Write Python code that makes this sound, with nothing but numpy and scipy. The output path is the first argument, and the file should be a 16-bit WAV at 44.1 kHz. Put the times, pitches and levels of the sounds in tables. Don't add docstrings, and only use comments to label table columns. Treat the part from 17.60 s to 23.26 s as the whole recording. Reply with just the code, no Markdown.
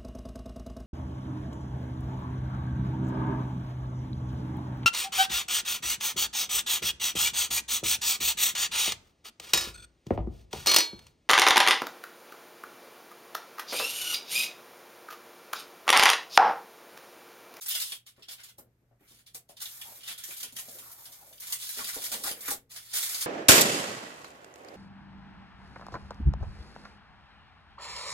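import sys
import numpy as np
from scipy import signal
from scipy.fft import rfft, irfft, next_fast_len
from scipy.io import wavfile

SR = 44100
rng = np.random.default_rng(int(sys.argv[2]) if len(sys.argv) > 2 else 0)


def pcm_store(signal):
    levels = np.round(np.clip(np.atleast_2d(signal), -1, 1) * 32767)
    wavfile.write(sys.argv[1], SR, levels.astype(np.int16).T)


N = 249606
T = np.arange(N) / SR


def amp(db):
    return 10 ** (np.asarray(db) / 20)


def unit_rms(x):
    return x / np.sqrt(np.mean(x ** 2) + 1e-20)


def curve_at(points, hz):
    f, value = np.transpose(points)
    return np.interp(np.log(hz + 1), np.log(f + 1), value)


def add(mix, start, sound):
    part = mix[..., max(round(start * SR), 0):][..., :sound.shape[-1]]
    part += sound[..., :part.shape[-1]]


def coloured(x, spectrum, size=2048):
    log_gain = np.log(amp(curve_at(spectrum, abs(np.fft.fftfreq(size, 1 / SR)))))
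    taps = np.fft.ifft(np.exp(np.conj(signal.hilbert(log_gain)))).real
    return signal.oaconvolve(x, taps / np.linalg.norm(taps))[:len(x)]


def resonate(x, hz, width_hz):
    turn = np.exp(2j * np.pi * np.cumsum(hz * np.ones(len(x))) / SR)
    pole = np.exp(-np.pi * width_hz / SR)
    return 2 * (turn * signal.lfilter([1 - pole], [1, -pole], x / turn + 1e-18)).real


def band(x, hz, width_hz):
    return unit_rms(resonate(resonate(x, hz, width_hz), hz, width_hz))


def body(x, modes):
    return x + sum(amp(db) * resonate(x, hz, width) for hz, width, db in modes)


def wander(rate_hz):
    hz = np.fft.rfftfreq(N, 1 / SR)
    return unit_rms(irfft(rfft(rng.standard_normal(N)) / (1 + (hz / rate_hz) ** 2), N))


def arch(start, length):
    return np.sin(np.pi * np.clip((T - start) / length, 0, 1)).clip(0)


# f/Hz, likeness from 0 to 1
MIC_COHERENCE = [(100, .97), (350, .9), (650, .65), (1100, .15), (2500, 0)]

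def diffuse(pair):
    left, other = rfft(pair)
    alike = curve_at(MIC_COHERENCE, np.fft.rfftfreq(pair.shape[1], 1 / SR))
    right = alike * left + np.sqrt(1 - alike ** 2) * other
    return irfft(np.array([left, right]), pair.shape[1])


# f/Hz, relative level/dB
AIR_SPECTRUM = [(15, -40), (25, -15.5), (45, -3.5), (140, -4), (260, -11.5), (936, -23.5), (2050, -25.5),
                (2990, -32.5), (11600, -36.5), (12900, -28.5), (16000, -50.5)]

def room_tone(air_db=-73, hum_db=-74, hum_hz=119.2):
    air = diffuse(np.array([coloured(noise, AIR_SPECTRUM) for noise in rng.standard_normal((2, N))]))
    hum = np.sin(2 * np.pi * hum_hz * T + 0.32 * wander(4)) * amp(2.7 * wander(9.6))
    fade_in = amp(np.interp(T, [0, 0.93], [-6.5, 0]))
    return fade_in * (amp(air_db) * unit_rms(air) + amp(hum_db) * unit_rms(hum))


# f/Hz, time to fall by 60 dB/s
REVERB_TIMES = [(110, 0.99), (210, 0.29), (800, .16), (2500, .18), (5000, .14), (14000, .14)]

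def reflections(first_s=0.00085, build_s=0.0012, per_s=5000):
    t = T[:SR // 2]
    echoes = rng.choice([-1., 1.], (2, len(t))) * (rng.random((2, len(t))) < per_s / SR)
    echoes *= 1 - np.exp(-np.maximum(t - first_s, 0) / build_s)
    hz, age, bands = signal.stft(diffuse(echoes), SR, nperseg=256)
    t60 = curve_at(REVERB_TIMES, hz)[:, None]
    decayed = bands * amp(-60 * age / t60) / np.sqrt(t60)
    tail = signal.istft(decayed, SR, nperseg=256)[1][:, :len(t)]
    return tail / np.linalg.norm(tail, axis=1, keepdims=True)


# f/Hz, level/dB re the reflections
DIRECT_PATH = [(200, 5.5), (1500, -9.5), (3600, -2), (6000, -3.5), (10000, -6.5)]
# f/Hz, lag/rad
HOUSING_LAG = [(40, .1), (250, 1.5), (500, 1.9), (1000, 2.34), (2300, 3.72), (16000, 3.92)]

def room(x, dart_hz, places, left_delay_s=0.000397):
    size = next_fast_len(N + SR // 2)
    hz = np.fft.rfftfreq(size, 1 / SR)
    direct = amp(curve_at(DIRECT_PATH, hz))
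    lag = np.array([2 * np.pi * hz * left_delay_s, curve_at(HOUSING_LAG, hz)])
    heard = rfft(x, size) * direct * np.exp(-1j * lag)
    position = 2 * wander(dart_hz)
    for place in range(places):
        away = abs((position - place + places / 2) % places - places / 2)
        weight = np.cos(np.pi / 2 * np.minimum(away, 1))
        heard += rfft(x * weight, size) * rfft(reflections(), size)
    return irfft(heard / np.sqrt(1 + direct ** 2), size)[:, :N]


def stick_slip(per_s, spread_db, clump_db, clump_hz):
    kicks = rng.random(N) < per_s / SR
    size_db = spread_db * np.minimum(rng.exponential(1, N), 3.5)
    clumping_db = clump_db * np.minimum(wander(clump_hz), 1.2)
    return unit_rms(kicks * amp(size_db + clumping_db)) * rng.choice([-1., 1.], (4, N))


# t/s, length/s, level/dB, starting f/Hz, fall/octaves
SLACK_RUSTLES = [(0.772, 0.046, -55, 2470, 0.6), (2.11, 0.3, -61, 1330, 1.4),
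                 (2.934, 0.35, -63.5, 680, 0.71), (3.037, 0.55, -63.5, 1430, 1.14),
                 (3.54, 0.23, -62, 906, 1.02), (4.384, .5, -60, 740, 0.97)]

def slack_film():
    out = np.zeros(N)
    kicks = stick_slip(per_s=2200, spread_db=1, clump_db=5.5, clump_hz=40)[0]
    for start, length, db, hz, fall in SLACK_RUSTLES:
        on = (T >= start) & (T < start + length)
        pitch = hz * 2 ** (-fall * (T[on] - start) / length)
        out[on] += amp(db) * arch(start, length)[on] * band(kicks[on], pitch, width_hz=0.55 * hz)
    return out


# t/s, level/dB, nominal f/Hz, decay/s
FLEX_KNOCKS = [(0.579, -54.5, 430, .01), (.681, -59.5, 745, 0.014), (0.983, -49.5, 578, 0.012),
               (1.054, -62.5, 347, 0.01), (1.217, -71.5, 381, 0.013), (1.311, -62, 598, .0068),
               (1.407, -61, 350, 0.0145), (1.509, -61.5, 334, .012), (1.747, -52, 582, 0.0072),
               (1.893, -52.5, 565, 0.0056), (2.685, -54, 513, .013), (2.705, -42, 2360, 0.0081),
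               (2.835, -57.5, 405, 0.019), (2.924, -59, 282, 0.026), (3.083, -51, 524, 0.0045),
               (3.179, -56, 500, .008), (4.169, -49.5, 558, 0.029), (4.189, -34, 1400, 0.0077),
               (4.332, -42.5, 1680, 0.0089), (4.363, -37, 538, 0.0075), (4.515, -40, 897, 0.009),
               (4.54, -40, 551, 0.011), (4.602, -48, 514, 0.0038), (4.64, -35.5, 1126, 0.0094),
               (4.673, -41, 750, .008), (4.712, -37.5, 526, 0.0031), (4.879, -33, 1390, 0.0064),
               (4.884, -42, 346, 0.011), (4.91, -35, 556, 0.01)]

def flexes(rise_s=0.00089, glide_s=0.0212, tone_db=-6, thud_db=-41.5):
    out, t = np.zeros(N), T[:SR // 6]
    for start, db, hz, decay in FLEX_KNOCKS:
        pitch = hz * (.5 + 0.62 * np.exp(-t / glide_s))
        push = rng.standard_normal(len(t))
        creak = band(push, pitch, width_hz=860 * (hz / 600) ** 0.6)
        tone = np.sin(2 * np.pi * np.cumsum(pitch) / SR)
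        bend = unit_rms(creak + amp(tone_db) * tone)
        thud = band(push, hz=55, width_hz=63)
        swell = (1 - np.exp(-t / rise_s)) * np.exp(-t / decay)
        add(out, start, amp(db) * swell / swell.max() * (bend + amp(thud_db) * thud))
    return out


# f/Hz, width/Hz, level/dB
SCREEN_MODES = [(246, 50, 4), (376, 34, 0), (484, 34, 2), (678, 55, 0), (1132, 40, -4), (1415, 55, 0),
                (1802, 40, -2)]

def panel(x):
    return body(x, SCREEN_MODES)


def shares(db, ring_db, rattle_db):
    sizzle_db = -11.5 - .36 * ring_db
    return amp(db + np.array([[0], [sizzle_db], [ring_db], [rattle_db]]))


# start t/s, end t/s, start level/dB, end level/dB, strip
# ring/dB re glue, panel rattle/dB re glue
STEADY_PULLS = [(0.08, 0.345, -32.5, -44, -2.5, -26), (0.555, 0.675, -67, -77.5, 3.5, 0),
                (0.763, .81, -57.5, -59, 4.5, -30), (.838, 0.889, -58, -53, 1, -11.5),
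                (1.466, 1.603, -58, -62, -2.5, -12.5), (1.992, 2.371, -47, -50, -27, -15),
                (2.39, 2.9, -56.5, -54.5, 2, -9), (2.948, 3.804, -49, -59.5, -31, -14),
                (3.814, 3.968, -43.5, -44.5, -7.5, -12.5), (3.983, 4.728, -39.5, -44.5, -6.5, -22),
                (4.732, 4.88, -61, -41, -29, -5.5), (5.092, 5.296, -50, -53.5, -4, -12.5),
                (5.327, 5.635, -32, -37, -6.5, -15)]
# t/s, length/s, level/dB, strip ring/dB re glue, panel rattle/dB re glue
SHORT_TUGS = [(0.125, .045, -32, -4, -17.5), (0.181, 0.055, -33.5, -13, -20.5),
              (0.678, 0.066, -44.5, -2, -18), (1.39, 0.08, -70.5, -37, 2), (2.448, 0.086, -41, 1, -8),
              (2.642, .11, -40.5, -24, -17), (4.15, 0.083, -35.5, -5, -12), (4.271, 0.029, -29, -9, -11.5),
              (4.331, 0.032, -31, -12, -13), (4.398, 0.085, -35.5, -8, -14), (4.651, 0.049, -28.5, -6, -10),
              (4.898, 0.044, -34, -19, -19.5), (5.282, 0.073, -46, -0.5, -14),
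              (5.327, 0.071, -30, -15, -16.5), (5.603, 0.033, -31, -5.5, -14.5)]

def hand(attack_s=0.0072, release_s=0.022):
    power = np.zeros((4, N))
    for start, end, start_db, end_db, ring_db, rattle_db in STEADY_PULLS:
        held = np.clip((T - start) / attack_s, 0, 1) * np.clip(1 - (T - end) / release_s, 0, 1)
        level = amp(np.interp(T, [start, end], [start_db, end_db]))
        power += (held * level * shares(0, ring_db, rattle_db)) ** 2
    for start, length, db, ring_db, rattle_db in SHORT_TUGS:
        swell = arch(start, length) ** 0.78
        power += (swell * shares(db, ring_db, rattle_db)) ** 2
    return np.sqrt(power)


def peeling(gentle_db=-57, range_db=26):
    drive = hand()
    drive_db = 20 * np.log10(drive[0] + 1e-9)
    coarse = np.clip((drive_db - gentle_db) / range_db, 0, 1)
    fizz = stick_slip(per_s=5500, spread_db=7.0, clump_db=3.0, clump_hz=88.6)
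    crackle = stick_slip(per_s=2000, spread_db=4.5, clump_db=3.5, clump_hz=108.6)
    return drive * (np.sqrt(1 - coarse) * fizz + np.sqrt(coarse) * crackle)


# t/s, level/dB, strip ring/dB re glue, decay/s
GLUE_SNAPS = [(0.0114, -36, -20, 0.024), (.0595, -31, -11, 0.0093), (0.084, -22, -34, 0.0017),
              (.105, -34.5, 10, 0.0087), (.152, -25, 2, 0.0045), (.224, -36.5, 10, 0.0059),
              (0.321, -24.5, 6, 0.001), (0.4641, -46, -0.5, 0.017), (0.623, -50, 12, 0.0065),
              (.685, -41.5, 6.5, 0.0081), (0.727, -40.5, -3.5, 0.0059), (0.8343, -39.5, -3.5, 0.0061),
              (.983, -44, -40, 0.0052), (1.6637, -50.5, 2, 0.016), (1.7464, -33, -19, 0.0077),
              (1.8901, -47.5, -6, 0.015), (1.968, -45, 4.5, 0.0065), (2.004, -39.5, 1, 0.013),
              (2.0164, -27, -10, 0.007), (2.0572, -32.5, 8, 0.0019), (2.2143, -33, 2, 0.0037),
              (2.4325, -44.5, 2.5, 0.015), (2.477, -33, 4, 0.007), (2.519, -35, -2, 0.004),
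              (2.578, -36.5, -7, 0.015), (2.6379, -26, -9.5, 0.0029), (2.7657, -38.5, -27, 0.023),
              (2.801, -32.5, -10, 0.0091), (2.83, -23.5, -2.5, 0.0027), (2.9238, -42, -20, 0.0053),
              (2.9659, -26.5, -6, 0.0028), (2.985, -30.5, -11.5, 0.01), (3.088, -38, -13, 0.0043),
              (3.1446, -45, -36, 0.0077), (3.1859, -38, -9.5, 0.0092), (3.3142, -41.5, -43, 0.0069),
              (3.455, -37.5, -4, 0.0064), (3.52, -40.5, -10, 0.014), (3.727, -46.5, -3, 0.0055),
              (3.779, -49, 7.5, 0.0036), (3.8, -37, -23, 0.0092), (3.8698, -32, -13, 0.005),
              (3.9014, -33, -24, .004), (3.9237, -21.5, -12, 0.006), (4.0234, -35.5, 4, 0.0066),
              (4.0917, -23.5, -24, 0.0016), (4.1405, -42, 11, 0.0041), (4.244, -29, 3.5, 0.0032),
              (4.439, -24, -18, 0.0035), (4.517, -24, -8, 0.011), (4.54, -19.5, -1, 0.0015),
              (4.637, -23, -21, 0.0065), (4.713, -25.5, 0.5, 0.0022), (4.807, -34, -16, 0.0076),
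              (4.857, -34, -25, 0.011), (4.879, -25.5, -22, 0.0062), (4.904, -23, -20, 0.011),
              (5.117, -40.5, -14, 0.0055), (5.1614, -37, 0, 0.014), (5.356, -31, -30, 0.0024),
              (5.494, -29, -17, 0.0023), (5.5453, -22, 0, 0.0038)]

def snaps(spread_db=4.5, tear_db=-13, tear_s=.004, crack_db=-0.5, crack_s=0.0014):
    out = np.zeros((4, N))
    t = T[:SR // 7] - T[SR // 50]
    tear = amp(tear_db) * np.exp(-abs(t) / tear_s)
    crack = amp(crack_db) * np.exp(-abs(t) / crack_s)
    for at, db, ring_db, decay in GLUE_SNAPS:
        noise = rng.standard_normal((4, len(t)))
        burst = unit_rms(noise * amp(spread_db * rng.standard_normal(len(t))))
        avalanche = np.exp(-abs(t) / decay)
        envelope = np.where(t < 0, tear, np.maximum(avalanche, crack))
        rattle_db = -13 + 0.38 * ring_db
        snap = burst * envelope * shares(db, ring_db, rattle_db)
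        add(out, at + t[0], snap[:, at + t >= 0])
    return out


# f/Hz, relative level/dB
GLUE_SPECTRUM = [(100, -24.5), (450, -36.5), (1000, -16), (2600, -12), (3400, -4.5), (5300, -2.5),
                 (7000, -1), (10300, 0.5), (11600, -2.5), (16000, -7.5)]
SIZZLE_SPECTRUM = [(4000, -53), (8500, -24.5), (12500, 13), (16000, 0)]
STRIP_SPECTRUM = [(500, -40.5), (2000, -26.5), (2700, 1.5), (3050, 0), (4200, -3), (5200, 2), (9000, -22)]
PANEL_SPECTRUM = [(100, -23.5), (400, -17), (750, -10.5), (1100, -6.5), (2200, 2), (2750, -3.5),
                  (3500, -8.5), (8000, -43)]
# t/s, f/Hz
RING_PITCH = [(0, 3170), (.16, 3330), (.23, 4120), (.315, 3360), (.7, 3840), (2.05, 3930), (2.22, 2740),
              (2.5, 3620), (3, 3200), (4.2, 3960), (5.6, 4260)]
# f/Hz, width/Hz, level/dB
RING_MODES = [(3057, 32, 4), (3381, 28, 2), (3615, 45, -6)]

def film():
    glue, fine_threads, strip_kicks, panel_kicks = peeling() + snaps()
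    hiss = coloured(glue, GLUE_SPECTRUM)
    sizzle = coloured(fine_threads, SIZZLE_SPECTRUM)
    pitch = np.interp(T, *np.transpose(RING_PITCH))
    ring = resonate(coloured(strip_kicks, STRIP_SPECTRUM), pitch, width_hz=1300)
    rattle = panel(coloured(panel_kicks, PANEL_SPECTRUM))
    return hiss + sizzle + body(ring, RING_MODES) + rattle


def scene():
    knocks = flexes()
    bright = room(film(), dart_hz=24.2, places=7) * amp([[-.3], [.3]])
    dull = room(panel(knocks + slack_film()), dart_hz=9.1, places=6) * amp([[.9], [-.9]])
    return bright + dull + room_tone()


def record(dry):
    lowpass = signal.firwin(511, cutoff=16100, window=("kaiser", 9), fs=SR)
    return signal.oaconvolve(dry, lowpass[None], "same")


dry = scene()
out = record(dry)
pcm_store(out)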